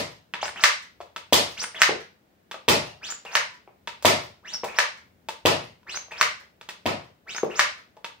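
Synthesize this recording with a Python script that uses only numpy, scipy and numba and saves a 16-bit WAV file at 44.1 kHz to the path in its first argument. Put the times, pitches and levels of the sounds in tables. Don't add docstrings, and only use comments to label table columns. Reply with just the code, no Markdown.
import sys
import numpy as np
from scipy import signal
from scipy.fft import rfft, irfft
from scipy.io import wavfile
from scipy.ndimage import uniform_filter1d
from numba import njit

SR = 44100
rng = np.random.default_rng(int(sys.argv[2]) if len(sys.argv) > 2 else 0)


def unload_wav(signal):
    wavfile.write(
        sys.argv[1],
        SR,
        np.round(np.clip(np.atleast_2d(signal).T, -1, 1) * 32767).astype(np.int16),
    )


def gain_from_db(level_db):
    decades = np.asarray(level_db, float) / 20
    return 10 ** decades


N = 361619
SIZE = 8192

# t/s, peak level/dB, bass level/dB, treble level/dB, low ring f/Hz
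SLAMS = [
    (0.637, -7.5, -4.5, 7.5, 1180),
    (1.817, -7, -10.5, 3, 1365),
    (3.352, -13, -0.5, 3, 987),
    (4.786, -12, 0, 2.5, 1023),
    (6.211, -11.5, -0.5, 2.5, 1126),
    (7.593, -11, -1, 3, 1228),
]
# f/Hz, level/dB
CLICK_COLOUR = [(59, -44.5), (100, -20.5), (615, -1.5), (778, -5), (865, 3.5), (1540, -1), (3620, -3),
                (7820, -14.5), (15200, -32), (16500, -33.5)]


def shots():
    # t/s, peak level/dB, bass level/dB, treble level/dB, shell ring f/Hz
    pops = [
        (-.07, -22.5, 3.5, 5, 2210),
        (1.3244, -16, -2, 9, 3213),
        (2.6805, -17, 1.5, 2.5, 2680),
        (4.048, -15.5, -1.5, 2, 2250),
        (5.4525, -18, 0.5, -2.5, 2760),
        (6.856, -26, 3, -8.5, 2530),
    ]
    # f/Hz, level/dB
    pop_colour = [(24, -55.5), (40, -48.5), (71, -12.5), (141, -5.5), (427, -1.5), (485, -3.5), (933, -1.5),
                  (1630, -9), (2090, -6), (2260, -9), (4930, -9.5), (14900, -27.5), (16500, -52.5)]
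    barrel_hz = 596
    return blows([(*row, barrel_hz) for row in pops], pop_colour, crack_s=.002, rattle_s=.0063, rattle_db=-8,
                 near_db=5.6, shade_db=-14.5, ring_db=4.4, ring_width=.26, body_hz=160)


def slams():
    # f/Hz, level/dB
    slam_colour = [(59, -53), (100, -31.5), (310, -29.5), (602, -4.5), (684, -12), (1030, -3.5), (2080, -1),
                   (3250, -9), (5920, -12.5), (15200, -40.5), (16500, -52.5)]
    slide_hz = 1822
    return blows([(*row, slide_hz) for row in SLAMS], slam_colour, crack_s=.0014, rattle_s=.005, rattle_db=-11.5,
                 near_db=-1.1, shade_db=2, ring_db=2.8, ring_width=.15, body_hz=370)


def slide():
    # start t/s, caught t/s, top rib rate f/Hz, zip level/dB, caught whistle level/dB
    pull_strokes = [
        (0.396, 0.467, 9000, -36, -37),
        (1.562, 1.629, 8910, -31.5, -28.5),
        (3.006, 3.103, 7090, -35, -33.5),
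        (4.427, 4.536, 5557, -39, -29.5),
        (5.856, 5.956, 6220, -34.5, -32),
        (7.256, 7.364, 6553, -36, -35.5),
    ]
    # start t/s, runs free t/s, crawl rate f/Hz, top rate f/Hz, zip level/dB
    push_strokes = [
        (.559, .598, 3098, 8910, -35.5),
        (1.745, 1.782, 3529, 8852, -35.5),
        (3.256, 3.305, 2800, 6600, -39.5),
        (4.678, 4.74, 2625, 6050, -39.5),
        (6.109, 6.16, 2709, 6103, -41),
        (7.499, 7.542, 2800, 7430, -37),
    ]
    # f/Hz, level/dB
    rib_colour = [(700, -7), (1500, -3), (2700, 0.5), (4200, -1), (5600, 5.5), (7000, 4.4), (9000, -4.5),
                  (12000, -17)]
    # f/Hz, level/dB
    scrape_colour = [(120, -37.5), (300, -11.5), (700, 4.5), (1400, 4.5), (2400, 2.5), (4000, -13.5),
                     (6500, -9), (9500, -23.5), (12000, -29.5), (14000, -32), (16500, -34)]
    load_hz, crawl_hz = 2800, 3004
    tremor = .04
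    flutter_db, second_db, third_db = 2.5, -10.5, -22
    blur_db, grit_db, scrape_db = -10, 4.5, -4.5

    pulls, drags = zip(*(pull(*row) for row in pull_strokes))
    pushes, shoves = zip(*(push(*row, slam[0]) for row, slam in zip(push_strokes, SLAMS)))
    hz, on = played(pulls + pushes, column=1)
    db = played(pulls + pushes, column=2)[0]
    back = played(pulls, column=1)[1] * np.clip(hz / load_hz, 0, 1) ** 2

    shake = unit(uniform_filter1d(smooth_noise(200), 200))
    hz = hz * (1 + tremor * shake / (1 + (hz / crawl_hz) ** 4))
    wobble, flutter, patchy, loose = (unit(smooth_noise(width)) for width in (24, 60, 350, 12))
    phase = 2 * np.pi * np.cumsum(hz * (1 + (.02 + hz / 400000) * wobble)) / SR
    ribs = gain_from_db(on_log(rib_colour, hz)) * np.sin(phase)
    ribs = ribs + back * gain_from_db(on_log(rib_colour, 2 * hz) + second_db) * np.sin(2 * phase)
    audible = 3 * hz < SR / 2.5
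    ribs = ribs + back * audible * gain_from_db(on_log(rib_colour, 3 * hz) + third_db) * np.sin(3 * phase)
    blur = gain_from_db(blur_db) * np.sin(2 * np.pi * np.cumsum(hz * (.55 + .3 * loose)) / SR)
    gain = on * (hz > 0) * gain_from_db(db + flutter_db * np.minimum(flutter, 1))
    ribs = gain * gain_from_db(4 * np.minimum(patchy, .7)) * ribs
    blur = gain * blur

    grains = rng.exponential(size=N // 16 + 1).repeat(16)[:N]
    grit = rng.standard_normal(N) * gain_from_db(grit_db * uniform_filter1d(grains, 16))
    drag_db, dragging = played(drags + shoves, column=1)
    scrape = dragging * (drag_db < 0) * gain_from_db(drag_db + scrape_db) * unit(shaped(grit, scrape_colour))
    scrape = blur + scrape
    return np.pad([ribs + scrape, gain_from_db(-1) * ribs + scrape], ((0, 0), (SIZE, SIZE)))


def pull(start, caught, top_hz, db, caught_db):
    from_hz, loaded = 800, .82 * top_hz
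    hold, jump = caught - .01, caught - .003
    start_db, late_db, drag_db = db - 20.5, db - 7, db - 24
    third = start + (hold - start) / 3
    ribs = [(start, from_hz, start_db), (third, (2 * from_hz + loaded) / 3, db),
            (hold, loaded, late_db), (jump, loaded, late_db),
            (caught, top_hz, caught_db), (caught + .022, top_hz, caught_db - 13.5)]
    scrape = [(start, start_db - 24), (third, drag_db), (caught - .035, drag_db),
              (caught, db + 4), (caught + .017, db - 24.5)]
    return ribs, scrape


def push(start, free, crawl_hz, top_hz, db, slam):
    ribs = [(start, 1600, db), (start + .012, crawl_hz, db), (free, .82 * crawl_hz, db - 5.5),
            (free + .025, .88 * top_hz, db - 5.5), (slam, top_hz, db - 3)]
    scrape = [(start, db - 3.5), (free, db - 4.5), (slam, db + 11.5)]
    return ribs, scrape


def played(tables, column):
    t, value, on = np.arange(N) / SR, np.zeros(N), np.zeros(N)
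    for rows in map(np.array, tables):
        now = (t >= rows[0, 0]) & (t < rows[-1, 0])
        value[now] = np.interp(t[now], rows[:, 0], rows[:, column])
        on[now] = 1
    return value, uniform_filter1d(on, size=64)


def clicks():
    # t/s, peak level/dB, bass level/dB, treble level/dB, low ring f/Hz
    click_events = [(0.337, -29, -11.5, -20, 965), (1.003, -39.5, 24.5, 0, 700), (1.011, -44, 8, 2.5, 950),
                    (1.161, -34, -1.5, -0.5, 1300), (2.512, -36, -4.5, -1, 1158),
                    (2.542, -39.5, 8.5, -11, 1270), (2.55, -44.5, 22.5, -6.5, 890),
                    (3.25, -42.5, 15.5, 9, 775), (3.873, -31, -5.5, -6, 930), (4.024, -41, 11.5, 26, 578),
                    (4.642, -31.5, 24.5, 24, 780), (5.286, -30.5, 7, 7.5, 893), (6.117, -41, 3, -2, 881),
                    (6.611, -44.5, -1, -1, 515), (6.688, -35, -1, 5.5, 1895), (7.967, -53, 22.5, 8, 855),
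                    (8.044, -33.5, -4.5, -3.5, 930)]
    trigger_hz, sear_hz = 2603, 3430
    return blows([(*row, trigger_hz, sear_hz) for row in click_events], CLICK_COLOUR, crack_s=.0031, rattle_s=.012,
                 rattle_db=-14.5, near_db=3.77, shade_db=-2.2, ring_db=4.7, ring_width=.049, body_hz=510)


def ticks():
    # t/s, peak level/dB, high ring f/Hz
    tick_events = [(0.455, -36, 2790), (0.48, -38.5, 1731), (0.491, -39, 2080), (1.618, -39.5, 1841),
                   (1.639, -33, 2153), (3.089, -49, 2200), (3.122, -40, 1800), (4.542, -44.5, 1500),
                   (5.831, -66, 1000), (5.944, -42, 2000), (5.972, -38, 2280), (7.347, -40, 2194),
                   (7.382, -36, 1780)]
    bass_db, treble_db, catch_hz = -5, -7.5, 1460
    events = [(s, db, bass_db, treble_db, catch_hz, hz) for s, db, hz in tick_events]
    return blows(events, CLICK_COLOUR, crack_s=.0003, rattle_s=.003, rattle_db=-16,
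                 near_db=6, shade_db=-2.7, ring_db=5, ring_width=.086, body_hz=510)


def thuds():
    # t/s, peak level/dB, bass level/dB, treble level/dB, low ring f/Hz
    landings = [
        (0.4284, -29.5, -12.5, 14.5, 657),
        (1.8875, -27, 10, -30.5, 450),
        (3.675, -52, 1, 3, 359.8),
        (4.6336, -31.5, -3, 4, 480),
        (6.081, -56, -7.5, 1.5, 608),
        (7.431, -23, 15.5, -14.5, 491),
    ]
    # f/Hz, level/dB
    thud_colour = [(35, -58.5), (60, -19), (291, -10.5), (367, -0.5), (1100, -4), (1590, -17.5),
                   (2330, -10.5), (6000, -53.5), (7800, -77), (13200, -120)]
    dart_hz = 820
    return blows([(*row, dart_hz) for row in landings], thud_colour, crack_s=.001, rattle_s=.006, rattle_db=-8,
                 near_db=4.7, shade_db=-1.5, ring_db=2, ring_width=.17, body_hz=300)


def blows(events, colour, crack_s, rattle_s, rattle_db, near_db, shade_db, ring_db, ring_width, body_hz):
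    bounce_s, grip_s, free_s = .0042, .029, .07
    out = np.zeros((2, N + 2 * SIZE))
    t, hz = np.arange(SIZE) / SR, np.fft.rfftfreq(SIZE, 1 / SR)
    bass = np.exp(-(np.log2((hz + 1) / body_hz) / 1.4) ** 2)
    treble = 1 / (1 + (4000 / (hz + 1)) ** 2)
    decay = np.exp(-t / np.array([[grip_s], [free_s]]))
    for s, peak_db, bass_db, treble_db, *rings in events:
        chance = rng.standard_normal((2, SIZE))
        crack = np.exp(-t / crack_s)
        bounce = gain_from_db(-7.5 + 3.9 * np.tanh(chance[1, 0])) * np.exp(-np.abs(t - bounce_s) / crack_s) * (t > bounce_s)
        rattle = gain_from_db(rattle_db + 3.75 * chance[1]) * np.exp(-t / rattle_s)
        force = rfft(chance[0] * (crack + bounce + rattle))
        ring = sum(ring_db / (1 + (2 * (hz - f) / (ring_width * f)) ** 2) for f in rings)
        ring = ring * (1 + .74 / (1 + (hz / 1200) ** 4))
        db = on_log(colour, hz) + bass_db * bass + treble_db * treble + ring
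        shade = causal(near_db + .9 * ring + shade_db / (1 + (1500 / (hz + 1)) ** 2))
        even = force / np.abs(force) * causal(db)
        straight = even * shade * np.sqrt(np.abs(force) / np.abs(force).mean())
        blow = irfft([straight, even]) * decay
        i = SIZE + int((s + .0008) * SR)
        out[:, i:i + SIZE] += blow * gain_from_db(peak_db) / np.sqrt(np.mean(blow[1, :SIZE // 32] ** 2))
    return out


def causal(db):
    cepstrum = irfft(db * np.log(10) / 20)
    cepstrum[1:SIZE // 2] *= 2
    cepstrum[SIZE // 2 + 1:] = 0
    return np.exp(rfft(cepstrum))


def on_log(points, hz):
    f, v = np.transpose(points)
    return np.interp(np.log(np.maximum(hz, 1)), np.log(f), v)


def unit(x):
    return x / np.sqrt(np.mean(x ** 2))


def smooth_noise(width):
    return uniform_filter1d(rng.standard_normal(N), width)


def shaped(x, colour):
    count = x.shape[-1]
    return irfft(rfft(x) * gain_from_db(on_log(colour, np.fft.rfftfreq(count, 1 / SR))), count)


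def room(x, wet_db, first_s, build_s):
    # f/Hz, T60/s
    room_t60 = [(60, 0.56), (250, 0.31), (1000, 0.33), (4000, 0.35), (8000, 0.28), (16000, 0.16)]
    # t/s, level over the diffuse tail/dB
    wall_echoes = [
        (.005, 17.5),
        (.015, 7.5),
        (.034, 1),
    ]
    count = 3 * SIZE
    t, hz, echo = np.arange(count) / SR, np.fft.rfftfreq(count, 1 / SR), 0
    noise = rfft(pair(count))
    for centre in 62.5 * 2. ** np.arange(9):
        octaves = np.log2(np.maximum(hz, 1) / centre)
        band = np.cos(np.pi / 2 * np.clip(octaves, -1, 1)) ** 2
        echo = echo + irfft(noise * band, count) * gain_from_db(-60 * t / on_log(room_t60, centre))
    echo = echo * (1 - np.exp(-np.maximum(t - first_s, 0) / build_s))
    echo = echo * gain_from_db(sum(db * np.exp(-((t - s) / .0018) ** 2) for s, db in wall_echoes))
    echo = echo / np.sqrt(np.sum(echo ** 2) / 2)
    return gain_from_db(wet_db) * signal.fftconvolve(x[None], echo)[:, :len(x)]


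def pair(count):
    # f/Hz, correlation/1
    likeness = [(100, .95), (300, 0.7), (700, 0), (1300, -.2), (2500, .05), (6000, 0.03)]
    like = np.clip(on_log(likeness, np.fft.rfftfreq(count, 1 / SR)), -1, 1)
    mid, side = rfft(rng.standard_normal((2, count)))
    return irfft(mid * np.sqrt(1 + like) + side * np.sqrt(1 - like) * np.array([[1], [-1]]), count)


def hum():
    # f/Hz, level/dB
    hum_colour = [(15, -51.5), (25, -15.5), (65, 5.5), (146, -0.5), (177, 6.5), (252, 1.5), (538, -1),
                  (617, -0.5), (1090, -10), (1510, -8.5), (8840, -24.5), (15200, -29), (16500, -27.5)]
    hum_db, rumble_db, swell_db, swell_s = -64, -72.5, 5.5, .25
    width = int(swell_s * SR)
    swell = unit(uniform_filter1d(smooth_noise(width), width))
    rumble = unit(shaped(pair(N), [(30, -33), (65, 9), (110, -3), (250, -5), (700, -39.5)]))
    tone = unit(shaped(pair(N), hum_colour))
    return gain_from_db(hum_db) * tone + gain_from_db(rumble_db + swell_db * swell) * rumble


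def scene():
    pops, landings = shots(), thuds()
    near = slams() + clicks() + ticks() + slide()
    walls = room(pops[1], wet_db=10.04, first_s=.0005, build_s=.027)
    walls = walls + room(near[1], wet_db=.64, first_s=.0023, build_s=.0099)
    walls = walls + room(landings[1], wet_db=2.8, first_s=.005, build_s=.005)
    return ((pops + near + landings)[0] + walls)[:, SIZE:SIZE + N] + hum()


@njit
def limiter(x, top, ratio, attack, release):
    gain, e = np.ones(len(x)), 0.
    for i in range(len(x)):
        e += (x[i] - e) * (attack if x[i] > e else release)
        if e > top:
            gain[i] = (top / e) ** (1 - 1 / ratio)
    return gain


def roll_off(x):
    return signal.sosfilt(signal.butter(12, 16660, fs=SR, output="sos"), x)


def record(dry):
    x = dry * limiter(np.abs(dry).max(0), gain_from_db(-16), 1.1, 1 / (.0013 * SR), 1 / (.023 * SR))
    x = np.tanh(.93 * x) / .77
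    hz = np.fft.rfftfreq(N, 1 / SR)
    top_db = on_log([(30, -7), (60, -7), (90, -1), (11000, -2), (13500, 4), (15700, 9.5),
                     (16100, -12.5), (16600, -21), (16750, -47)], hz)
    lean_db = 3.3 / (1 + (hz / 900) ** 4)
    gain = gain_from_db(top_db + np.array([lean_db, -lean_db]) / 2)
    late = np.exp(-2j * np.pi * hz * np.array([[.00005], [0]]))
    mix = irfft(rfft(x) * gain * late, N)
    return roll_off(mix)


dry = scene()
out = record(dry)
unload_wav(out)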